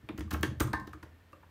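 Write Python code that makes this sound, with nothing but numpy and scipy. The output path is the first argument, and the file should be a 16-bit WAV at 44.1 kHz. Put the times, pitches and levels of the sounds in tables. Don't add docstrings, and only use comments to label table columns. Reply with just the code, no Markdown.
import sys
import numpy as np
from scipy import signal
from scipy.fft import rfft, irfft
from scipy.io import wavfile
from scipy.ndimage import uniform_filter1d

SR = 44100
rng = np.random.default_rng(int(sys.argv[2]) if len(sys.argv) > 2 else 0)


def store_wav(level_fs):
    pcm = np.round(np.clip(np.atleast_2d(level_fs), -1, 1) * 32767)
    wavfile.write(sys.argv[1], SR, pcm.T.astype(np.int16))


def voltage_ratio(level):
    return 10 ** (np.asarray(level, float) / 20)


N = 66150


def evened(x):
    return x / np.sqrt(np.mean(x ** 2) + 1e-20)


def read_curve(points, hz):
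    point_hz, value = np.transpose(points)
    return np.interp(np.log(hz + 1), np.log(point_hz + 1), value)


def add(mix, start_s, sound):
    part = mix[round(start_s * SR):][:len(sound)]
    part += sound[:len(part)]


def filter_taps(gain_db):
    log_gain = np.log(voltage_ratio(np.maximum(gain_db, -100)))
    both_sides = np.concatenate([log_gain, log_gain[-2:0:-1]])
    response = np.exp(np.conj(signal.hilbert(both_sides)))
    return np.fft.ifft(response).real[:1024]


def bell(hz, centre_hz, octaves):
    return -6 * (np.log2((hz + 1) / centre_hz) / octaves) ** 2


def ring(modes, weight_db, chance, seconds=.5):
    t = np.arange(round(seconds * SR)) / SR
    pitch_hz, level_db, t60_s = np.transpose(modes)[:, :, None]
    count = len(modes)
    strike_db = 1 * chance[:count, None]
    sign = np.sign(chance[count:2 * count, None])
    gain = voltage_ratio(level_db + weight_db + strike_db - 60 * t / t60_s)
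    return (gain * sign * np.sin(2 * np.pi * pitch_hz * t)).sum(0) / np.sqrt(count)


def rattled(x, noise, smooth_s, depth):
    flutter = evened(uniform_filter1d(noise[:len(x)], max(int(smooth_s * SR), 2)))
    return x * (1 + depth * flutter) / np.sqrt(1 + depth ** 2)


# pitch_hz, level_db (per Hz)
HUSH = [(15, -46), (25, -9.5), (87, -25.5), (114, -23), (766, -32), (1830, -30), (5720, -41), (11900, -43),
        (16500, -46)]
# pitch_hz, width_hz, level_db
FAN_TONES = [(85, 5.6, -74.5), (1790, 63, -81), (12120, 290, -81)]


def air():
    hz = np.fft.rfftfreq(N, 1 / SR)
    hush = irfft(rfft(rng.standard_normal(N)) * voltage_ratio(read_curve(HUSH, hz)), N)
    out = voltage_ratio(-67) * evened(hush)
    for pitch_hz, width_hz, level_db in FAN_TONES:
        peak = 1 + (2 * (hz - pitch_hz) / width_hz) ** 2
        out += voltage_ratio(level_db) * evened(irfft(rfft(rng.standard_normal(N)) / peak, N))
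    return out


# pitch_hz, t60_s (time to fall 60 dB)
ECHO_TIMES = [(200, 1), (1000, 0.26), (2000, 0.3), (4000, 0.29), (8000, 0.27), (15000, 0.17)]


def room(x, scatter_hz):
    delay_s, early_db, early_t60_s = 0.0027, -8, 0.11
    hz, t, bands = signal.stft(rng.standard_normal((3, SR // 2)), SR, nperseg=256)
    late = voltage_ratio(-60 * t / read_curve(ECHO_TIMES, hz)[:, None])
    early = voltage_ratio(early_db - 60 * t / early_t60_s)
    tails = signal.istft(bands * (late + early), SR, nperseg=256)[1]
    tails = np.pad(tails / np.linalg.norm(tails[0]), ((0, 0), (round(delay_s * SR), 0)))
    cycles = scatter_hz * np.arange(N) / SR + np.arange(3)[:, None] / 3
    turn = np.sqrt(2 / 3) * np.cos(2 * np.pi * cycles)
    return signal.fftconvolve(x * turn, tails, axes=1)[:, :N].sum(0)


# start_s, panel_level_db, panel_centre_hz, boom_level_db, boom_centre_hz
PUSHES = [(0.029, -56, 290, -45.5, 100), (0.094, -39, 317, -44, 100), (0.133, -49, 223, -45, 125),
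          (0.183, -42, 303, -34, 86.5), (0.206, -40, 298, -33.5, 85), (0.246, -45, 214, -33, 85),
          (0.315, -47, 250, -26.5, 73.4), (0.332, -37.5, 287, -31.5, 79), (0.395, -41, 218, -30.5, 82),
          (0.434, -32, 312, -35, 84), (0.472, -43, 315, -28, 106), (0.513, -40.5, 205, -43, 114),
          (0.606, -31.5, 312, -24.5, 87), (0.645, -43, 348, -25, 110), (0.693, -45, 205, -36.5, 121),
          (.736, -40.5, 300, -33.5, 87), (0.784, -53, 312, -41, 100), (0.874, -50.5, 320, -46, 64),
          (0.936, -51.5, 333, -45, 72.3), (1.029, -50.5, 314, -46.5, 86.4), (1.331, -60, 330, -75, 85),
          (0.351, -44, 467, -35, 105), (0.817, -48, 205, -42, 92), (0.558, -73, 300, -38, 100),
          (1.06, -57, 500, -54.5, 128)]
# pitch_hz, level_db, t60_s
PANEL = [(205, 4, 0.15), (245, -7, 0.17), (302.3, 4, 0.18), (317.6, 2.5, 0.25), (356, -2, 0.26),
         (444.4, 8, 0.11), (500, 7.5, 0.095), (609, 15, 0.12), (640, -5, 0.04)]
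# pitch_hz, level_db, t60_s
BOOM = [(47.4, -21, 0.22), (67.5, -20, 0.11), (78.44, -8, 0.42), (100, -6, 0.23), (129.3, 3.5, 0.21),
        (161, 4, 0.12)]


def bench():
    panel_octaves, panel_push_s = 0.48, 0.0014
    boom_octaves, boom_push_s = 0.49, 0.0082
    out, t = np.zeros(N), np.arange(1500) / SR
    chances = rng.standard_normal((len(PUSHES), 40))
    for (start_s, panel_db, panel_hz, boom_db, boom_hz), chance in zip(PUSHES, chances):
        parts = ((PANEL, panel_db, panel_hz, panel_octaves, panel_push_s, chance),
                 (BOOM, boom_db + 4, boom_hz, boom_octaves, boom_push_s, chance[20:]))
        for modes, level_db, centre_hz, octaves, push_s, part_chance in parts:
            push = t / push_s * np.exp(-t / push_s * 3)
            weight_db = level_db + bell(np.transpose(modes)[0][:, None], centre_hz, octaves)
            sound = signal.fftconvolve(ring(modes, weight_db, part_chance), push / push.sum())
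            add(out, start_s, voltage_ratio(5.5) * sound)
    low_cut = signal.butter(3, 52, "high", fs=SR, output="sos")
    return signal.sosfilt(low_cut, rattled(out, rng.standard_normal(N), 0.0052, depth=.2))


# start_s, level_db, free_s (until a wafer damps it), top_hz, low_hz
FLICKS = [
    (.6185, -32, .024, 16000, 7000),
    (.738, -48, .02, 10000, 8500),
]
# pitch_hz, level_db, t60_s
SPRING = [(8215, 0, .09), (8390, -2, .09), (8730, -3, .35), (13550, -3, .22)]


def spring():
    damped_db = -11
    out, t = np.zeros(N), np.arange(13230) / SR
    hz = np.transpose(SPRING)[0][:, None]
    chances = rng.standard_normal((len(FLICKS), 13230))
    for (start_s, level_db, free_s, top_hz, low_hz), chance in zip(FLICKS, chances):
        weight_db = -30. * ((hz > top_hz) | (hz < low_hz))
        sound = ring(SPRING, weight_db, .1 * chance, seconds=.3)
        rise = np.minimum(t / .0015, 1)
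        damping = voltage_ratio(damped_db * np.clip((t - free_s) / .003, 0, 1))
        add(out, start_s, voltage_ratio(level_db) * rattled(sound, chance, .006, .3) * rise * damping)
    return out


# start_s, pitch_hz, level_db, t60_s
PINGS = [(.0895, 2300, -40, .018), (.278, 1150, -54, .05), (.346, 1250, -36, .05), (.4315, 1620, -33, .05),
         (.6095, 1200, -30, .05), (.7325, 1770, -30, .16), (.733, 1560, -38, .25), (.734, 1060, -36, .3),
         (.734, 1220, -36, .08), (.732, 4400, -42, .025), (.8722, 4900, -49, .014), (.9325, 1250, -44, .06),
         (1.028, 4700, -50, .014), (1.0285, 1700, -50, .04), (1.33, 1200, -46, .055),
         (1.333, 560, -55, .08), (1.33, 2700, -57, .035)]


def pings():
    out, t = np.zeros(N), np.arange(13230) / SR
    chances = rng.standard_normal((len(PINGS), 13230))
    for (start_s, pitch_hz, level_db, t60_s), chance in zip(PINGS, chances):
        fade = voltage_ratio(level_db - 60 * t / t60_s)
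        tone = fade * np.minimum(t / .0012, 1) * np.sin(2 * np.pi * pitch_hz * t)
        add(out, start_s, rattled(tone, chance, 0.0067, .3))
    return out


KNOCK_TIMES = [.0893, .092, .178, .207, .3075, .316, .328, .341, .345, .4315, .4335, .603, .6085, .676,
               .7325, .734, .874, .932, 1.028, 1.329, 1.43]
# level_db, rise_s, centre_hz (of the tones struck), spread_octaves
KNOCKS = [(-47, 0.002, 2500, 0.32), (-46, 0.0007, 920, 0.59), (-49, 0.007, 1150, 0.6),
          (-45, 0.001, 2200, 0.9), (-42.5, 0.0046, 1800, 1), (-40.5, .002, 1084, 0.62),
          (-46.5, 0.0061, 1400, 1), (-41, 0.002, 1300, 0.7), (-39, 0.002, 1300, 0.4),
          (-30, 0.00095, 2060, 0.56), (-37.5, 0.004, 800, 0.62), (-36, 0.0043, 1260, 0.41),
          (-34, 0.002, 1200, 0.56), (-45, 0.0028, 1160, 0.19), (-32, 0.0012, 1800, 0.14),
          (-36, 0.002, 950, 0.22), (-51, .002, 1100, 1), (-50, 0.0015, 1300, .4), (-49, 0.0027, 920, 0.59),
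          (-55, 0.0015, 1250, .3), (-59, 0.004, 1200, 0.35)]
# pitch_hz, level_db, t60_s
BODY = [(620, -3, .07), (855, -2, .07), (950, -3, .07), (1060, -1, .09), (1224, -1, .05), (1325, -2, .05),
        (1404, -1, .05), (1588, 0, .06), (1690, 0, .05), (1790, 0, .08), (1900, -3, .05), (2260, -4, .035),
        (2590, -4, .04), (3050, -6, .03)]


def knocks():
    thud_db, thud_t60_s, thud_spread = -19.5, 0.16, 1.876
    snap_db, snap_s = -2.5, 0.0022
    out, t, hz = np.zeros(N), np.arange(8820) / SR, np.fft.rfftfreq(2048, 1 / SR)
    chances = rng.standard_normal((len(KNOCKS), 2, 8820))
    for start_s, (level_db, rise_s, centre_hz, octaves), chance in zip(KNOCK_TIMES, KNOCKS, chances):
        weight_db = bell(np.transpose(BODY)[0][:, None], centre_hz, octaves)
        body = ring(BODY, weight_db, chance[0], seconds=.2) / np.sqrt(np.mean(voltage_ratio(weight_db) ** 2))
        body = rattled(body, chance[0], 0.0033, .35)
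        taps = filter_taps(bell(hz, centre_hz, thud_spread * octaves))
        tail = voltage_ratio(thud_db - 60 * t / thud_t60_s)
        snap = voltage_ratio(snap_db) * np.exp(-((t - rise_s) / snap_s) ** 2)
        thud = np.convolve(chance[1] * (tail + snap), taps / np.linalg.norm(taps))[:8820]
        add(out, start_s, voltage_ratio(level_db + 3.5) * np.minimum(t / rise_s, 1) * (body + thud))
    return out


TICK_TIMES = [.0887, .1015, .1376, .1765, .190, .194, .2065, .3067, .310, .315, .3275, .3372, .410, .4285,
              .4312, .5993, .6035, .673, .7317, .9348, .799, .872, .893, .929, .931, 1.0276, 1.034, 1.323,
              1.329]
# level_db, rattle_s, centre_hz (brightest pitch)
TICKS = [(-37, 0.00084, 600), (-72, .002, 10000), (-69, 0.0011, 4500), (-47, 0.0065, 2900),
         (-51, 0.0042, 11000), (-47.5, 0.005, 4200), (-60, 0.0017, 2200), (-44, 0.0096, 10000),
         (-38.5, 0.0049, 16000), (-43, 0.0017, 7700), (-42, 0.0083, 9500), (-34, 0.0038, 17000),
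         (-47, 0.0023, 71000), (-37, 0.0038, 7100), (-27.5, 0.0026, 4000), (-35, 0.004, 2600),
         (-29, 0.0059, 7700), (-46.5, 0.0049, 2900), (-35.5, 0.0045, 1100), (-56.5, 0.0063, 2300),
         (-47.5, 0.0013, 3200), (-50, 0.0018, 3400), (-60, 0.0023, 4200), (-63, 0.0039, 6700),
         (-51, 0.0018, 13000), (-55, 0.0067, 1700), (-54.5, 0.003, 8700), (-61, 0.0018, 3000),
         (-67.5, 0.0088, 2700)]


def ticks():
    out, t, hz = np.zeros(N), np.arange(1200) / SR, np.fft.rfftfreq(2048, 1 / SR)
    chances = rng.standard_normal((len(TICKS), 2, 1200))
    for start_s, (level_db, rattle_s, centre_hz), (noise, grain) in zip(TICK_TIMES, TICKS, chances):
        grain_db = 3 * np.repeat(grain, 12)[:1200]
        shape = np.exp(-(t / rattle_s) ** 2) * np.minimum(t / 0.00017, 1)
        rattle = noise * voltage_ratio(grain_db) * shape
        taps = filter_taps(bell(hz, centre_hz, octaves=2.76))
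        add(out, start_s, voltage_ratio(level_db) * np.convolve(rattle, taps / np.linalg.norm(taps)))
    return out


def scene():
    tick, knock, wood, song = ticks(), knocks() + pings(), bench(), spring()
    echoes = room(tick, scatter_hz=230) + room(knock, scatter_hz=30.66)
    echoes += room(0.25 * wood + .5 * song, scatter_hz=1.7)
    return (tick + knock + wood + song + voltage_ratio(-5.5) * echoes + air())[None]


def band_limit(x):
    return signal.sosfilt(signal.butter(12, 16670, fs=SR, output="sos"), x)


# pitch_hz, level_db
MICROPHONE = [(25, -17), (60, 12), (3500, -0.5), (5000, -2.5), (10500, -6), (13000, -4.5), (15600, -4),
              (16600, -48)]


def record(dry):
    taps = filter_taps(read_curve(MICROPHONE, np.fft.rfftfreq(2048, 1 / SR)))
    mix = signal.oaconvolve(dry, taps[None])[:, :N]
    return band_limit(mix)


dry = scene()
out = record(dry)
store_wav(out)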